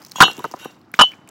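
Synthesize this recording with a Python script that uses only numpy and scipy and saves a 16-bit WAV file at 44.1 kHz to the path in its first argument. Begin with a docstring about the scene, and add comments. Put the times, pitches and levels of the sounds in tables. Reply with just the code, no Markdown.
"""Bricks clack hollowly as hands knock and shift them on a shingled roof, close to a small microphone.
Each contact shakes damped tones in the pile and a thud in the roof; blows and rubbing ring the held brick.
Short noise bursts make grit ticks, dense clicks make scraping, and filtered noise makes a dull rustle.
Distant outdoor rumble lies below; the hardest knocks come in two groups and overload the recorder."""
import sys
import numpy as np
from scipy import signal
from scipy.io import wavfile

SR = 44100
rng = np.random.default_rng(int(sys.argv[2]) if len(sys.argv) > 2 else 0)


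def materialize(psi):
    """Save the field psi as 16-bit PCM at rate SR to the path in sys.argv[1].

    A 1-D psi becomes a single channel; in a 2-D psi each row is a channel.
    """
    bounded = np.clip(np.atleast_2d(psi).T, -1, 1)
    quanta = np.round(bounded * 32767).astype(np.int16)
    wavfile.write(sys.argv[1], SR, quanta)


def undo_db(level):
    """Turn decibels back into plain size, where 20 dB means ten times bigger."""
    steps = np.asarray(level, float) / 20
    return 10 ** steps


N = 57330  # length in samples, 1.3 s

# natural tones of the held brick: pitch_hz
BRICK_PITCHES = [1500, 2774, 2802, 3000, 2999, 3144, 3334, 3754, 3972, 4166, 4277, 5718, 5814, 6505, 6676,
                 7530, 11210]
# how each of these tones responds: time to fall 60 dB when free [decay_s], struck on the face [face_db],
# on the edge [edge_db], on the corner [corner_db], and when rubbed [rubbed_db]
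BRICK_RESPONSE = [(0.065, -30, -29, -31.5, -2.5), (0.17, -7, -29.5, -29, 2.5),
                  (0.097, -31.5, -9, -27.5, -20.5), (0.14, -2, 1, -18.5, -3),
                  (0.59, -44, -46.5, -46.5, -33.5), (0.14, -13, -7, -11, -9.5), (0.22, -10, -35, -2, -18),
                  (0.075, -4, -15.5, -22, -1.5), (0.07, -25, -24.5, -32, -22.5),
                  (0.17, -16, -42.5, -23, -27.5), (0.12, -24, -25.5, -25.5, -18),
                  (0.11, -28.5, -29.5, -8.5, -11.5), (0.19, -25.5, -38.5, -22, -8),
                  (.12, -34, -44.5, -13.5, -18.5), (0.094, -27.5, -34, -0.5, -15),
                  (0.063, -37.5, -45.5, -12, -9.5), (0.012, -55.5, -47.5, -12.5, -7)]


def rms_one(x):
    """Scales a sound to an average strength (rms) of 1."""
    return x / np.sqrt(np.mean(x ** 2) + 1e-20)


def in_time(rows):
    """Draws straight lines between (start_s, level_db) points."""
    s, db = np.transpose(rows)
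    return np.interp(np.arange(N) / SR, s, db)


def ring(push, hz, decay_s):
    """A resonator: a unit click sets a sine of height 1 ringing, which falls 60 dB in decay_s."""
    r = undo_db(-60 / (max(decay_s, .002) * SR))
    w = 2 * np.pi * hz / SR
    return signal.lfilter([0, np.sin(w)], [1, -2 * r * np.cos(w), r * r], push + 1e-18)


def band(x, low_hz, high_hz):
    """Keeps the sound between two pitches, the upper one at most 0.45 of the sample rate."""
    sos = signal.butter(2, [low_hz, min(high_hz, .45 * SR)], "band", fs=SR, output="sos")
    return signal.sosfilt(sos, x)


def soften(x, seconds):
    """A longer contact smears the push."""
    r = np.exp(-1 / (seconds * SR))
    return signal.lfilter([1 - r], [1, -r], x)


def drift(rate_hz):
    """Slow random wandering with an rms of 1, from noise smoothed above rate_hz."""
    r = np.exp(-2 * np.pi * rate_hz / SR)
    settled = signal.lfilter([1], [1, -2 * r, r * r], rng.standard_normal(N + SR))[SR:]
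    return rms_one(settled)


def colour(sources, spectrum, flicker_db):
    """Half-octave bands, taken in turn from two sources, each with its own level and flicker; rms 1."""
    hz, db = np.transpose(spectrum)
    borders = 30 * 2 ** np.arange(0, 9.6, .5)
    total = np.zeros(N)
    for k, (low, high) in enumerate(zip(borders, borders[1:])):
        band_db = np.interp(np.log(low * high) / 2, np.log(hz), db)
        total += undo_db(band_db + flicker_db * drift(45)) * band(sources[k % 2], low, high)
    return rms_one(total)


def grains():
    """Two streams of dense clicks of uneven size and sign, like grit giving way."""
    per_s, spread_db = 13000, 2.5
    sizes = undo_db(spread_db * np.minimum(rng.exponential(1, (2, N)), 4))
    signs = rng.choice([-1, 1], (2, N))
    return sizes * signs * (rng.random((2, N)) < per_s / SR)


def add(out, s, sound):
    """Mixes a short sound in, starting at s seconds."""
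    i = int(s * SR)
    out[i:i + len(sound)] += sound[:N - i]


def clacks():
    """A click and short rattle set off the pile's damped hollow tones, a bright crack and a roof thud."""
    # contacts in the pile: start_s, clack_db, base pitch [pitch_hz], base ring time [decay_s], thud_db
    contacts = [(0.1572, -20.5, 1080, 0.016, -28.5), (0.183, -18.5, 880, 0.022, -33),
                (.194, -11, 1020, 0.012, -36), (0.2041, 11.5, 1356, 0.048, 6),
                (0.2102, 8, 1418, 0.055, -14), (.220, 17, 1379, 0.031, 0), (.228, 6, 1100, 0.011, -18),
                (0.2352, 9, 1130, 0.011, -22), (.239, 1, 1244, 0.016, -27.5), (0.25, -30, 904, .02, -22),
                (.262, -26.5, 1017, 0.05, -28.5), (.280, -14.5, 1190, 0.023, -22.5),
                (.298, -20, 830, 0.016, -26), (0.381, -36.5, 780, 0.082, -25),
                (.394, -34, 970, 0.048, -31.5), (.402, -23, 880, 0.018, -29.5),
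                (0.4425, -14, 1197, 0.027, -27.5), (.450, -15.5, 1026, 0.026, -28),
                (0.4571, -21, 900, 0.011, -27), (0.512, -30.5, 1090, 0.012, -41),
                (0.5383, -12.5, 1000, .016, -29.5), (0.5412, -24.5, 940, 0.014, -24.5),
                (.649, -30.5, 1500, 0.024, -42), (0.6548, -20.5, 922, 0.023, -23),
                (0.9385, -14, 794, 0.01, -39.5), (0.9403, -11, 2000, 0.0095, -36.5),
                (.990, 4.5, 1300, 0.025, -14.5), (0.9941, 5.5, 1226, 0.022, -23.5),
                (1.0011, 5.5, 1139, 0.014, -17), (1.0094, 8, 1388, 0.029, -27.5),
                (1.0168, -3, 1102, 0.037, -38.5), (1.034, -8.5, 1050, 0.021, -28.5),
                (1.118, -32.5, 2310, 0.015, -48), (1.126, -36.5, 2550, 0.021, -57),
                (1.135, -35, 2352, 0.019, -39)]
    # hollow tones of the pile: pitch_ratio to the base, level_db, share of the base ring time [ratio]
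    hollow_tones = [(.55, -9.5, 0.41), (.75, -3.5, .7), (1.01, 2, 0.49), (1.22, -2, 0.46), (1.6, -13, 0.39),
                    (2.1, -14, 0.12)]
    # tones of the roof under the pile: pitch_hz, level_db, time to fall 60 dB [decay_s]
    roof_tones = [(163, -4.5, 0.035), (239, -1, 0.025), (366, 2, 0.027), (504, -4.5, 0.02)]
    rattle_db, rattle_share = 3, 0.19  # level; rattle length as a share of the base ring time
    crack_db, crack_fade_s = -23.5, 0.0023
    contact_s, softer_when_weak = .00004, 0.2  # contact time at 0 dB; it grows as blows weaken
    out, t = np.zeros(N), np.arange(SR // 8) / SR
    for s, db, base_hz, base_decay_s, thud_db in contacts:
        noise = rng.standard_normal((2, len(t)))
        rattle_s = rattle_share * base_decay_s
        rattle = noise[0] * np.exp(-(t / rattle_s) ** 2) / np.sqrt(rattle_s * SR)
        push = (t == 0) + undo_db(rattle_db) * rattle
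        push = soften(push, contact_s * undo_db(-softer_when_weak * db))
        body = np.zeros(len(t))
        for k, (ratio, tone_db, share) in enumerate(hollow_tones):
            sign = (-1) ** (k + 1)  # neighbours start in opposite directions
            body += sign * undo_db(tone_db) * ring(push, base_hz * ratio, base_decay_s * share)
        crack = undo_db(crack_db) * band(noise[1], 2000, 7400) * np.exp(-t / crack_fade_s)
        soft = soften(push, .0006)  # the roof feels a slower push
        thud = np.zeros(len(t))
        for k, (hz, tone_db, decay_s) in enumerate(roof_tones):
            thud += (-1) ** k * undo_db(tone_db) * ring(soft, hz, decay_s)
        add(out, s, undo_db(db) * (body + crack) + undo_db(thud_db) * thud)
    return out


def struck_brick():
    """The spot struck sets the mix of tones; each new blow on the held brick damps the ring of earlier blows."""
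    # blows on the held brick: start_s, force on face [face_db], on edge [edge_db], on corner [corner_db]
    blows = [(0.159, -67, -64, -28), (0.185, -45, -55, -32.5), (0.2046, -14, -64.5, -19),
             (0.229, -5.5, -47, -23.5), (0.2492, -11, -24.5, -36), (0.444, -43, -50, -69),
             (0.991, -47.5, -5, -45.5), (1.0038, -51, -13, -51.5), (1.011, -25.5, 1, -44.5)]
    spread_db = 1.2  # chance unevenness of each tone
    rise_s, left_ringing = 0.0014, 0.33  # onset time; share of a ring that survives each later blow
    sag_hz, sag_s, bending_top_hz = 28, .035, 3200  # bending tones start flat and rise as they fade
    out, age = np.zeros(N), np.arange(SR // 3) / SR
    starts, count = np.transpose(blows)[0], len(BRICK_RESPONSE)
    hz = np.array(BRICK_PITCHES)[:, None]
    response = np.array(BRICK_RESPONSE)
    # cycles lost so far by starting flat
    sag = (hz < bending_top_hz) * sag_hz * sag_s * (1 - np.exp(-age / sag_s))
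    tones = np.sin(2 * np.pi * (hz * age - sag)) * undo_db(-60 * age / response[:, :1])
    for s, *spots_db in blows:
        height = undo_db(response[:, 1:4] + spots_db).sum(axis=1)
        height = height * undo_db(spread_db * rng.standard_normal(count))
        ringing = (height * (-1) ** np.arange(count)) @ tones
        later_blows = np.searchsorted(starts, s + age, "right") - np.searchsorted(starts, s, "right")
        add(out, s, ringing * left_ringing ** later_blows * (1 - np.exp(-age / rise_s)))
    return out


def rubbed_brick():
    """Brick rubs on brick: dense clicks drive the brick's tones, which ring shorter while pressed."""
    # strength of the rubbing before flicker: start_s, level_db
    rubbing = [(.15, -93), (.16, -43), (.24, -51), (.285, -37.5), (.315, -39.5), (.335, -57), (.38, -54),
               (.43, -52), (.48, -63), (.58, -71), (.597, -43.5), (.63, -42), (.655, -41.5), (.67, -51.5),
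               (.74, -65), (.8, -81.5), (1.3, -72)]
    damping, flicker_db = 0.63, 1.5  # share of the free ring time that is left; unevenness
    drive = undo_db(in_time(rubbing) + flicker_db * drift(27)) * rms_one(grains()[0])
    out = np.zeros(N)
    for hz, (decay_s, *_, rubbed_db) in zip(BRICK_PITCHES, BRICK_RESPONSE):
        short_s = decay_s * damping
        # long rings build up more, so they are scaled down
        out += undo_db(rubbed_db) * ring(drive, hz, short_s) / np.sqrt(short_s * SR / 10)
    return out


def grit_ticks():
    """Grains of grit crack: a very short noise burst, strongest around its centre."""
    # single cracks: start_s, peak_db, centre_hz
    cracks = [(0.0184, -35.5, 5690), (0.0256, -35.5, 5600), (0.0376, -39, 5800), (0.0488, -26.5, 5400),
              (0.0634, -33, 5900), (0.0678, -35.5, 5696), (0.084, -41, 5900), (0.096, -37, 5350),
              (0.1132, -31, 6470), (0.1179, -20, 4830), (.158, -29, 3400), (.184, -31, 4300),
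              (.314, -24, 4900), (0.3318, -30, 7200), (0.3675, -30, 6000), (0.379, -29, 3160),
              (0.3917, -27.5, 3370), (0.4411, -24.5, 4050), (0.4512, -28.5, 5800), (0.5134, -29, 5700),
              (0.5195, -30, 5350), (0.5574, -49, 5160), (0.5631, -37.5, 5630), (0.5896, -36.5, 5500),
              (0.5964, -37, 5900), (0.6466, -26, 3400), (0.8142, -46.5, 4670), (0.9165, -39, 13400),
              (0.9394, -28.5, 7640), (1.1174, -38.5, 5200), (1.1528, -54, 7000), (1.2754, -36.5, 2600),
              (1.2893, -30, 7410)]
    fade_s, width, broad_db = 0.0017, 0.18, -5  # fade time; half width as share of centre; wide part
    out, t = np.zeros(N), np.arange(SR // 50) / SR
    for s, db, hz in cracks:
        noise = rng.standard_normal(len(t)) * np.exp(-t / fade_s)
        narrow = 2 * band(noise, hz * (1 - width), hz * (1 + width))
        burst = narrow + undo_db(broad_db) * band(noise, 1300, .45 * SR)
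        add(out, s, undo_db(db) * burst / np.abs(burst).max())
    return out


def add_echoes(hits):
    """Roof and pile throw back duller, weaker copies of the hits."""
    # echo paths: delay_s, level_db
    bounces = [(.004, -14), (.009, -25.5), (0.018, -36), (.031, -41.5)]
    dull = band(hits, 110, 4500)
    for s, db in bounces:
        add(hits, s, undo_db(db) * dull)
    return hits


def scraping():
    """Gritty scraping: dense clicks shaped into a bright, flickering hiss."""
    # strength of the scraping: start_s, level_db
    strength = [(0, -54.5), (.11, -58.5), (.15, -49.5), (.16, -43.5), (.24, -36.5), (.3, -52), (.4, -51.5),
                (.5, -53.5), (.58, -55), (.6, -47), (.65, -55), (.67, -57.5), (.73, -59), (.75, -63.5),
                (.93, -84), (.942, -39), (.955, -45.5), (.985, -47), (1.03, -45.5), (1.1, -53.5),
                (1.2, -71.5), (1.3, -84)]
    # tone of the grit, relative levels: pitch_hz, level per Hz [level_db]
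    tone = [(600, -16.5), (1200, 4), (2500, 3), (4000, 0.5), (6000, 2.5), (7500, -0.5), (9300, -14),
            (11200, -4), (14000, -9.5), (16000, -4)]
    return undo_db(in_time(strength)) * colour(grains(), tone, flicker_db=3.5)


def shifting():
    """Handling shakes the pile and roof: a dull rustle of noise that swells and flickers."""
    # strength of the rustle before flicker: start_s, level_db
    strength = [(0, -51.5), (.15, -57), (.3, -41.5), (.36, -51), (.4, -48), (.48, -56.5), (.58, -48.5),
                (.64, -45.5), (.72, -53.5), (.85, -61.5), (1.0, -54.5), (1.3, -56)]
    rustle = rms_one(band(rng.standard_normal(N), 153, 1300))
    return undo_db(in_time(strength) + 3 * drift(30)) * rustle


def rumble():
    """Distant outdoor rumble: steady noise, mostly low, with a slight flicker in each band."""
    # tone of the rumble, relative levels: pitch_hz, level per Hz [level_db]
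    # and its overall level [level_db]
    tone, overall_db = [(24, -53.5), (40, -24.5), (97, 2.5), (288, 1), (479, -29), (746, -7), (3370, -35),
                        (4600, -28), (8000, -47), (10400, -74), (17600, -120)], -52
    return undo_db(overall_db) * colour(rng.standard_normal((2, N)), tone, flicker_db=2.5)


def scene():
    """Hits with their echoes, over scraping, rustle and rumble; one channel."""
    hits = add_echoes(clacks() + struck_brick() + rubbed_brick() + grit_ticks())
    return (hits + scraping() + shifting() + rumble())[None]


def band_limit(x):
    """A steep low-pass at the top of the band."""
    return signal.sosfilt(signal.butter(12, 16460, fs=SR, output="sos"), x)


def record(dry):
    """The small microphone loses bass, overload flattens the peaks, and the top is cut."""
    ceiling, hardness = .83, 7  # highest level before the top is cut; higher hardness bends more sharply
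    bass_cut = signal.butter(2, 119, "high", fs=SR, output="sos")
    x = signal.sosfilt(bass_cut, dry) / ceiling
    x = ceiling * x / (1 + np.abs(x) ** hardness) ** (1 / hardness)
    top_cut = signal.cheby2(20, 60, 16500, fs=SR, output="sos")
    return band_limit(signal.sosfilt(top_cut, x))


dry = scene()
out = record(dry)
materialize(out)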